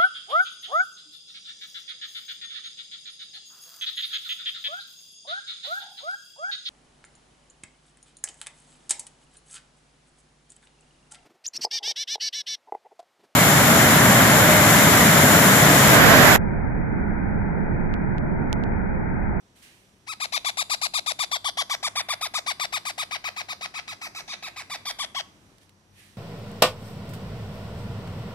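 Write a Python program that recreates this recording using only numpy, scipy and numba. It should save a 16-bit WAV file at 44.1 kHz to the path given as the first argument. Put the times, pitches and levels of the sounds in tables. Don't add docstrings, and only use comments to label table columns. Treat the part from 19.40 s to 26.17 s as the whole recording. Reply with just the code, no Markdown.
import sys
import numpy as np
from scipy import signal
from scipy.io import wavfile
from scipy.ndimage import uniform_filter1d, map_coordinates
from numba import njit

SR = 44100
rng = np.random.default_rng(int(sys.argv[2]) if len(sys.argv) > 2 else 0)


def to_wav(sig):
    pcm = np.clip(np.atleast_2d(sig), -1, 1) * 32767
    pcm = np.round(pcm).astype(np.int16)
    wavfile.write(sys.argv[1], SR, pcm.T)


def volts_from_db(level):
    exponent = np.asarray(level, float) / 20
    return 10 ** exponent


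N = 298557
TIME_S = np.arange(N) / SR

# (nominal start [s], nominal length [s], top pitch [Hz], place of the top [0-1], relative level [dB])
SQUAWKS = [(0.6642, 0.076, 1304, 0.49, -39.5), (0.8, 0.06, 1245, 0.47, -32),
           (0.9222, 0.059, 1208, 0.45, -29), (1.046, 0.058, 1195, 0.44, -29),
           (1.1699, 0.059, 1235, 0.45, -29), (1.2968, 0.055, 1233, 0.43, -28.5),
           (1.4138, 0.057, 1240, 0.44, -29), (1.5364, 0.061, 1245, 0.38, -29),
           (1.661, 0.061, 1238, 0.36, -29), (1.7891, 0.059, 1215, 0.37, -28.5),
           (1.9131, 0.058, 1191, 0.39, -28), (2.043, 0.056, 1188, 0.4, -28.5),
           (2.1717, 0.055, 1178, 0.42, -28.5), (2.2959, 0.057, 1179, 0.36, -29.5),
           (2.428, 0.057, 1219, 0.4, -30), (2.555, 0.06, 1213, 0.41, -30.5),
           (2.6867, 0.057, 1209, 0.38, -31), (2.8099, 0.063, 1265, 0.39, -32),
           (2.938, 0.057, 1255, 0.39, -30), (3.063, 0.061, 1207, 0.39, -29.5),
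           (3.1965, 0.062, 1225, 0.34, -30), (3.3245, 0.059, 1253, 0.37, -30.5),
           (3.451, 0.061, 1230, 0.36, -33), (3.5787, 0.06, 1260, 0.4, -33), (3.709, 0.06, 1241, 0.4, -34),
           (3.8402, 0.052, 1265, 0.42, -35.5), (3.962, 0.0578, 1256, 0.41, -37.5),
           (4.085, 0.051, 1255, 0.49, -36.5), (4.2096, 0.055, 1280, 0.49, -38),
           (4.3393, 0.062, 1283, 0.44, -40.5), (4.4749, 0.063, 1296, 0.32, -42.5),
           (4.612, 0.065, 1298, 0.35, -42), (4.7468, 0.064, 1314, 0.35, -43),
           (4.8766, 0.068, 1247, 0.44, -46), (5.025, 0.065, 1295, 0.29, -44.5),
           (5.1603, 0.063, 1249, 0.34, -42), (5.2973, 0.064, 1208, 0.39, -39),
           (5.453, 0.06, 1208, 0.38, -38), (5.5869, 0.065, 1183, 0.32, -36),
           (5.7464, 0.065, 1135, 0.4, -34.5)]
# (time [s], roughness [0-1])
ROUGHNESS = [(.7, .015), (.85, .045), (1.8, .04), (3.1, .04), (4.0, .055), (4.7, .07), (5.1, .07),
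             (5.7, .04)]
# (time [s], centre [Hz])
BEAK_CENTRE = [(.7, 4000), (1.0, 3700), (1.4, 4020), (2.1, 3220), (2.6, 3590), (3.4, 3410), (4.2, 3800),
               (5.0, 3920), (5.3, 3570), (5.8, 3130)]
# (centre [Hz], width per pass [Hz], relative level [dB])
CHEST = [(900, 900, -14.0)]
THROAT = [(1566, 1430, -9), (2170, 1160, -2.5)]
UPPER_BEAK = [(4654, 460, 0.62), (5546, 720, -1.85)]
TREBLE = [(7380, 2030, -7), (9600, 2050, -9)]
SHEEN = [(10900, 430, -21), (11700, 3400, -20.5)]
# (time [s], right port lag [ms], beak swung to the left port [-1..1], facing away [0-1],
# room share [dB])
HEAD = [(.67, 0.2, -.3, 0.09, -2), (.9, 0.31, 0.42, 0.23, -4), (1.3, 0.25, .2, 0.05, -3.5),
        (1.6, 0.28, 0.66, 0.19, -5.5), (1.85, .27, 0.15, 0.08, -4.5), (2.2, .18, 0.33, 0.26, -4.5),
        (2.62, 0.085, 0.012, 0.13, -2.5), (2.87, 0.07, -0.088, 0.15, -4), (3.13, 0.24, -0.11, 0.15, -3.5),
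        (3.6, 0.22, -0.4, 0.13, -3), (3.9, 0.21, 0.093, 0.87, 1), (4.15, 0.21, -0.06, 0.6, 0.5),
        (4.6, 0.18, -0.48, 0.66, 3), (4.95, .1, 0.95, 0.6, 5), (5.23, 0.038, -0.11, 0.79, 1.5),
        (5.52, 0.074, 0.11, 0, 1.5), (5.75, 0.13, 0.67, 0.43, -2.5)]
# (left [dB], right [dB], left facing away [dB],
# right facing away [dB], swing slope [dB per full swing], room slope [dB/dB], lag slope [dB/ms])
PORT_PICKUP = [(5.5, 4, 8.5, 5, -5, 0.3248, 8.5), (3, 1, -3.5, 0.5, 8, 0.5, 4),
               (9, 10.5, -1, 0.5, 5, 0.6, -11), (9, 1, -23, 5.5, 3.5, 0.18, 1), (2, -22, -2, 12, 3, 1, 19)]
# (delay [s], level [dB])
TABLE_ECHOES = [(.0012, -33.5), (.0027, -16), (.0046, -26), (.0083, -20.5), (0.0128, -17.5)]
# (start [s], rise [s], peak level [dB], fade [dB/s])
BRUSHES = [(.148, 0.014, -61, 38), (.215, 0.013, -56.5, 97), (5.898, 0.15, -77, 22), (6.2, 0.016, -64, 300),
           (6.5, 0.096, -57, 61)]
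# (frequency [Hz], relative density [dB per Hz])
BRUSH_SPECTRUM = [(650, -47), (1100, -9), (1320, -33), (1400, -12), (1740, -3), (3140, -3), (6260, -10),
                  (6900, -11), (9270, -8), (15000, -18.5)]
# (centre [Hz], width per pass [Hz], relative gain [dB])
SCRAPE = [(1780, 450, 9.5)]
# (time [s], peak level [dB])
CLAW_TICKS = [(6.183, -56), (6.2315, -64), (6.2935, -54)]
# (frequency [Hz], relative density [dB per Hz])
HUSH_SPECTRUM = [(15, -51), (33, -16.5), (45, -8.5), (103, -11.5), (125, -7.5), (202, -8), (286, -10.5),
                 (335, -9), (415, -16.5), (604, -16.5), (10000, -32), (15000, -48)]
# (time [s], level [dB])
HUSH_LEVEL = [(0, -61.5), (.62, -62.5), (1.0, -59), (6.1, -58.5), (6.32, -63.5), (6.77, -60.5)]
# (frequency [Hz], likeness [-1..1])
PORT_LIKENESS = [(60, 0.67), (180, 0.95), (550, 0.74), (1650, -0.29), (4970, 0.08), (15000, 0.045)]
# (frequency [Hz], left over right [dB])
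PORT_BALANCE = [(60, 2), (240, 2.5), (950, 1.5), (3770, -6.5), (15000, -2.0)]
# (centre [Hz], width per pass [Hz], mean level [dB])
DRONES = [(97.9, 11.4, -67.5), (198.2, 10.7, -73.5), (5800, 810, -76.5)]


def rms_one(x):
    return x / np.sqrt(np.mean(x ** 2) + 1e-20)


def along(rows, at):
    key, *columns = np.transpose(rows)
    return np.array([np.interp(at, key, c) for c in columns])


def at_hz(points, hz):
    points_hz, values = np.array(points).T
    return np.interp(np.log(hz), np.log(points_hz), values)


def drift(knots_per_s):
    knots = rng.standard_normal(int(N / SR * 40) + 2)
    return np.interp(TIME_S * knots_per_s, np.arange(len(knots)), knots)


def resonate(x, hz, width_hz):
    r = np.exp(-np.pi * width_hz / SR)
    b = np.array([1, 0, -1]) * (1 - r * r) / 2
    return signal.lfilter(b, [1, -2 * r * np.cos(2 * np.pi * hz / SR), r * r], x)


def ring(x, modes):
    return sum(volts_from_db(db) * resonate(resonate(x, hz, width_hz), hz, width_hz) for hz, width_hz, db in modes)


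@njit
def glide(x, feedback, r):
    y = np.zeros(len(x))
    for i in range(2, len(x)):
        y[i] = (1 - r * r) / 2 * (x[i] - x[i - 2]) + feedback[i] * y[i - 1] - r * r * y[i - 2]
    return y


def gliding_resonance(x, centre_hz, width_hz, passes):
    r = np.exp(-np.pi * width_hz / SR)
    feedback = 2 * r * np.cos(2 * np.pi * centre_hz / SR)
    for _ in range(passes):
        x = glide(x, feedback, r)
    return x


def banded_noise(spectrum, patchy_db):
    out = 0
    edges_hz = 25 * 2 ** np.arange(0, 9.4, 1 / 3)
    white = rng.standard_normal((2, 2, N))
    for k, (low_hz, high_hz) in enumerate(zip(edges_hz, edges_hz[1:])):
        band = signal.butter(2, [low_hz, high_hz], "band", fs=SR, output="sos")
        mid, side = signal.sosfilt(band, white[k % 2])
        hz = np.sqrt(low_hz * high_hz)
        alike = np.clip(at_hz(PORT_LIKENESS, hz), -1, 1)
        lean_db = at_hz(PORT_BALANCE, hz) / 2
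        gain = volts_from_db(at_hz(spectrum, hz) + patchy_db * drift(10.0)) * volts_from_db(np.array([[lean_db], [-lean_db]]))
        out = out + gain * (np.sqrt(1 + alike) * mid + np.sqrt(1 - alike) * side * [[1], [-1]])
    return out / np.sqrt(np.mean(out.mean(0) ** 2))


def pitch_arch(place, top, top_hz, fall_bend):
    start_hz, end_hz, rise_bend = 600.2, 577.6, 1.3
    rise = np.sin(np.pi / 2 * np.clip(place / top, 0, 1)) ** rise_bend
    fall = np.cos(np.pi / 2 * np.clip((place - top) / (1 - top), 0, 1)).clip(0) ** fall_bend
    return np.where(place < top, start_hz + (top_hz - start_hz) * rise, end_hz + (top_hz - end_hz) * fall)


def syrinx():
    lead_s = .0012
    release_s = 0.0022
    crest_width = 0.11
    ragged_mid, ragged_ends, ragged_reach = .7, 6, .12
    air_db, puffs_db = -2, 21
    fundamental, octaves, puffs = np.zeros(N), np.zeros(N), np.full(N, 1e-18)
    taps = np.arange(-8, 9)
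    chance = rng.standard_normal((len(SQUAWKS), 2, 128)).clip(-2, 2)
    air = rng.standard_normal(N)
    for (start_s, length_s, top_hz, top, level_db), (shake, size) in zip(SQUAWKS, chance):
        hoarse = along(ROUGHNESS, start_s)[0]
        attack_s, fall_bend = (.02, .7) if hoarse < .035 else (0.0027, 1.45)
        start_s, length_s = start_s - lead_s, length_s + lead_s
        place = np.linspace(0, 1, int(length_s * SR))
        first = round(start_s * SR)
        span = slice(first, first + len(place))
        pitch_hz = pitch_arch(place, top, top_hz, fall_bend)
        cycles = np.cumsum(pitch_hz) / SR
        octaves[span] = np.log2(pitch_hz / 900)

        attack = np.clip(place * length_s / attack_s, 0, 1)
        release = np.clip((1 - place) * length_s / release_s, 0, 1)
        breath = volts_from_db(level_db) * attack * release
        crest = np.exp(-((place - top) / crest_width) ** 2)
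        tilt_db = (11 - 287 * hoarse) * octaves[span]
        fundamental[span] = breath * volts_from_db(-3 + 10 * crest + tilt_db) * np.sin(2 * np.pi * cycles)

        count = int(cycles[-1]) + 1
        where = np.interp(np.arange(count) + .5, cycles, place)
        ends = np.exp(-where / ragged_reach) + np.exp((where - 1) / ragged_reach)
        rough = np.clip(hoarse * (ragged_mid + ragged_ends * ends), 0, .24)
        flutter_db = 30 * rough * uniform_filter1d(size, 3)[:count]
        fundamental[span] *= volts_from_db(np.interp(place, where, flutter_db))

        period = SR / np.interp(where, place, pitch_hz)
        at = (start_s + where * length_s) * SR + .3 * rough * period * shake[:count]
        uneven_db = rough * (10 * size[:count] + 14 * (-1.) ** np.arange(count))
        height = np.interp(where, place, breath) * volts_from_db(2.5 + 5 * where + uneven_db)
        spot = np.round(at)[:, None] + taps
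        puff = np.sinc(spot - at[:, None]) * np.hanning(len(taps) + 2)[1:-1]
        np.add.at(puffs, spot.astype(int), height[:, None] * puff)
        gate = np.exp(-5 * ((cycles + .5) % 1)) * np.interp(place, where, height * rough)
        puffs[span] += volts_from_db(air_db) * gate * air[span]
    return fundamental, octaves, volts_from_db(puffs_db) * puffs


def chick():
    gape_wobble, beak_width_hz = .03, 850
    notch_place, notch_width_hz, notch_share = 0.76, 390, 0.45
    beak_db, beak_tilt_db_per_octave, bright_db_per_octave = 5, 3.5, 8.2
    bob_db = 1.5
    fundamental, octaves, puffs = syrinx()
    beak_hz = along(BEAK_CENTRE, TIME_S)[0] * (1 + gape_wobble * drift(8))
    puffs = puffs - notch_share * gliding_resonance(puffs, notch_place * beak_hz, notch_width_hz, 1)
    tilted = puffs * volts_from_db(beak_tilt_db_per_octave * octaves)
    beak = volts_from_db(beak_db) * gliding_resonance(tilted, beak_hz, beak_width_hz, 2)
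    bright = puffs * volts_from_db(bright_db_per_octave * octaves)
    parts = [ring(puffs, THROAT), beak, ring(puffs, UPPER_BEAK), ring(bright, TREBLE), ring(bright, SHEEN)]
    highpass = signal.butter(4, 520.0, "high", fs=SR, output="sos")
    low_voice = signal.sosfilt(highpass, fundamental + ring(puffs, CHEST))

    lag_ms, swung, away, room_db = along(HEAD, TIME_S)
    heard = np.array([low_voice, low_voice])
    for part, pickup in zip(parts, PORT_PICKUP):
        left_db, right_db, left_away_db, right_away_db, swung_db, far_db, lag_db = pickup
        pose_db = [left_db + (left_away_db - left_db) * away + swung_db * swung + bob_db * drift(8),
                   right_db + (right_away_db - right_db) * away - swung_db * swung + bob_db * drift(13)]
        heard += volts_from_db(np.array(pose_db) + far_db * room_db + lag_db * lag_ms) * part
    right = heard[1] * volts_from_db(.35 * room_db - 18 * lag_ms)
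    return np.array([heard[0], map_coordinates(right, [np.arange(N) - lag_ms * SR / 1000], order=3)])


def room(x):
    t60_s, reverb_db, wall_cut_hz = 0.39, -20, 36000
    right_echo_db = 7.5
    out = np.zeros((2, N))
    dull = np.exp(-2 * np.pi * wall_cut_hz / SR)
    lags = (rng.uniform(.011, .035, 12) * SR).astype(int)
    for k, lag in enumerate(lags):
        loop, state = x.copy(), [0.]
        gain = volts_from_db(-60 * lag / SR / t60_s)
        for i in range(lag, N, lag):
            back, state = signal.lfilter([gain * (1 - dull)], [1, -dull], loop[i - lag:i], zi=state)
            loop[i:i + lag] += back[:N - i]
        out[k % 2] += volts_from_db(reverb_db) * (loop - x) * (-1) ** (k // 2)
    for lag in (41, 113, 241):
        gap = np.zeros(lag - 1)
        out = signal.lfilter(np.r_[-.6, gap, 1], np.r_[1, gap, -.6], out)
    for delay_s, db in TABLE_ECHOES:
        left = np.roll(x, round(delay_s * SR))
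        right = -volts_from_db(right_echo_db) * np.roll(x, round(1.23 * delay_s * SR))
        out += volts_from_db(db) * np.array([left, right])
    return out


def rustle():
    scrape_from_s, tick_decay_s = 5.8, 0.0023
    brush = 0
    for start_s, rise_s, db, fade_db_per_s in BRUSHES:
        swell = np.clip((TIME_S - start_s) / rise_s, 0, 1) ** 2
        fade_db = fade_db_per_s * np.clip(TIME_S - start_s - rise_s, 0, None)
        brush = brush + swell * volts_from_db(db - fade_db)
    ticks = np.zeros(N)
    ticks[[round(s * SR) for s, db in CLAW_TICKS]] = volts_from_db(np.array(CLAW_TICKS)[:, 1])
    ticks = signal.lfilter([1], [1, -np.exp(-1 / (tick_decay_s * SR))], ticks)
    late_brush = brush * (TIME_S > scrape_from_s)
    scrape = late_brush * volts_from_db(2.8 * drift(38)) * ring(rng.standard_normal(N), SCRAPE)
    return (brush + ticks) * banded_noise(BRUSH_SPECTRUM, patchy_db=1.5) + scrape


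def background():
    drones = 0
    for hz, width_hz, db in DRONES:
        tone = rms_one(resonate(resonate(rng.standard_normal(N), hz, width_hz), hz, width_hz))
        drones = drones + volts_from_db(db + 1.07 * drift(15.0)) * tone
    hush = volts_from_db(along(HUSH_LEVEL, TIME_S)[0]) * banded_noise(HUSH_SPECTRUM, patchy_db=1.0)
    return hush + drones * volts_from_db(np.array([[1.5], [-1.5]]))


def scene():
    bird = chick()
    room_share_db = along(HEAD, TIME_S)[-1]
    return bird + room(bird.mean(0) * volts_from_db(room_share_db)) + rustle() + background()


def roll_off(x):
    return signal.sosfilt(signal.butter(12, 16490, fs=SR, output="sos"), x)


def record(dry):
    rolloff = signal.butter(8, 14600.0, fs=SR, output="sos")
    mix = signal.sosfilt(rolloff, dry)
    return roll_off(mix)


dry = scene()
out = record(dry)
to_wav(out)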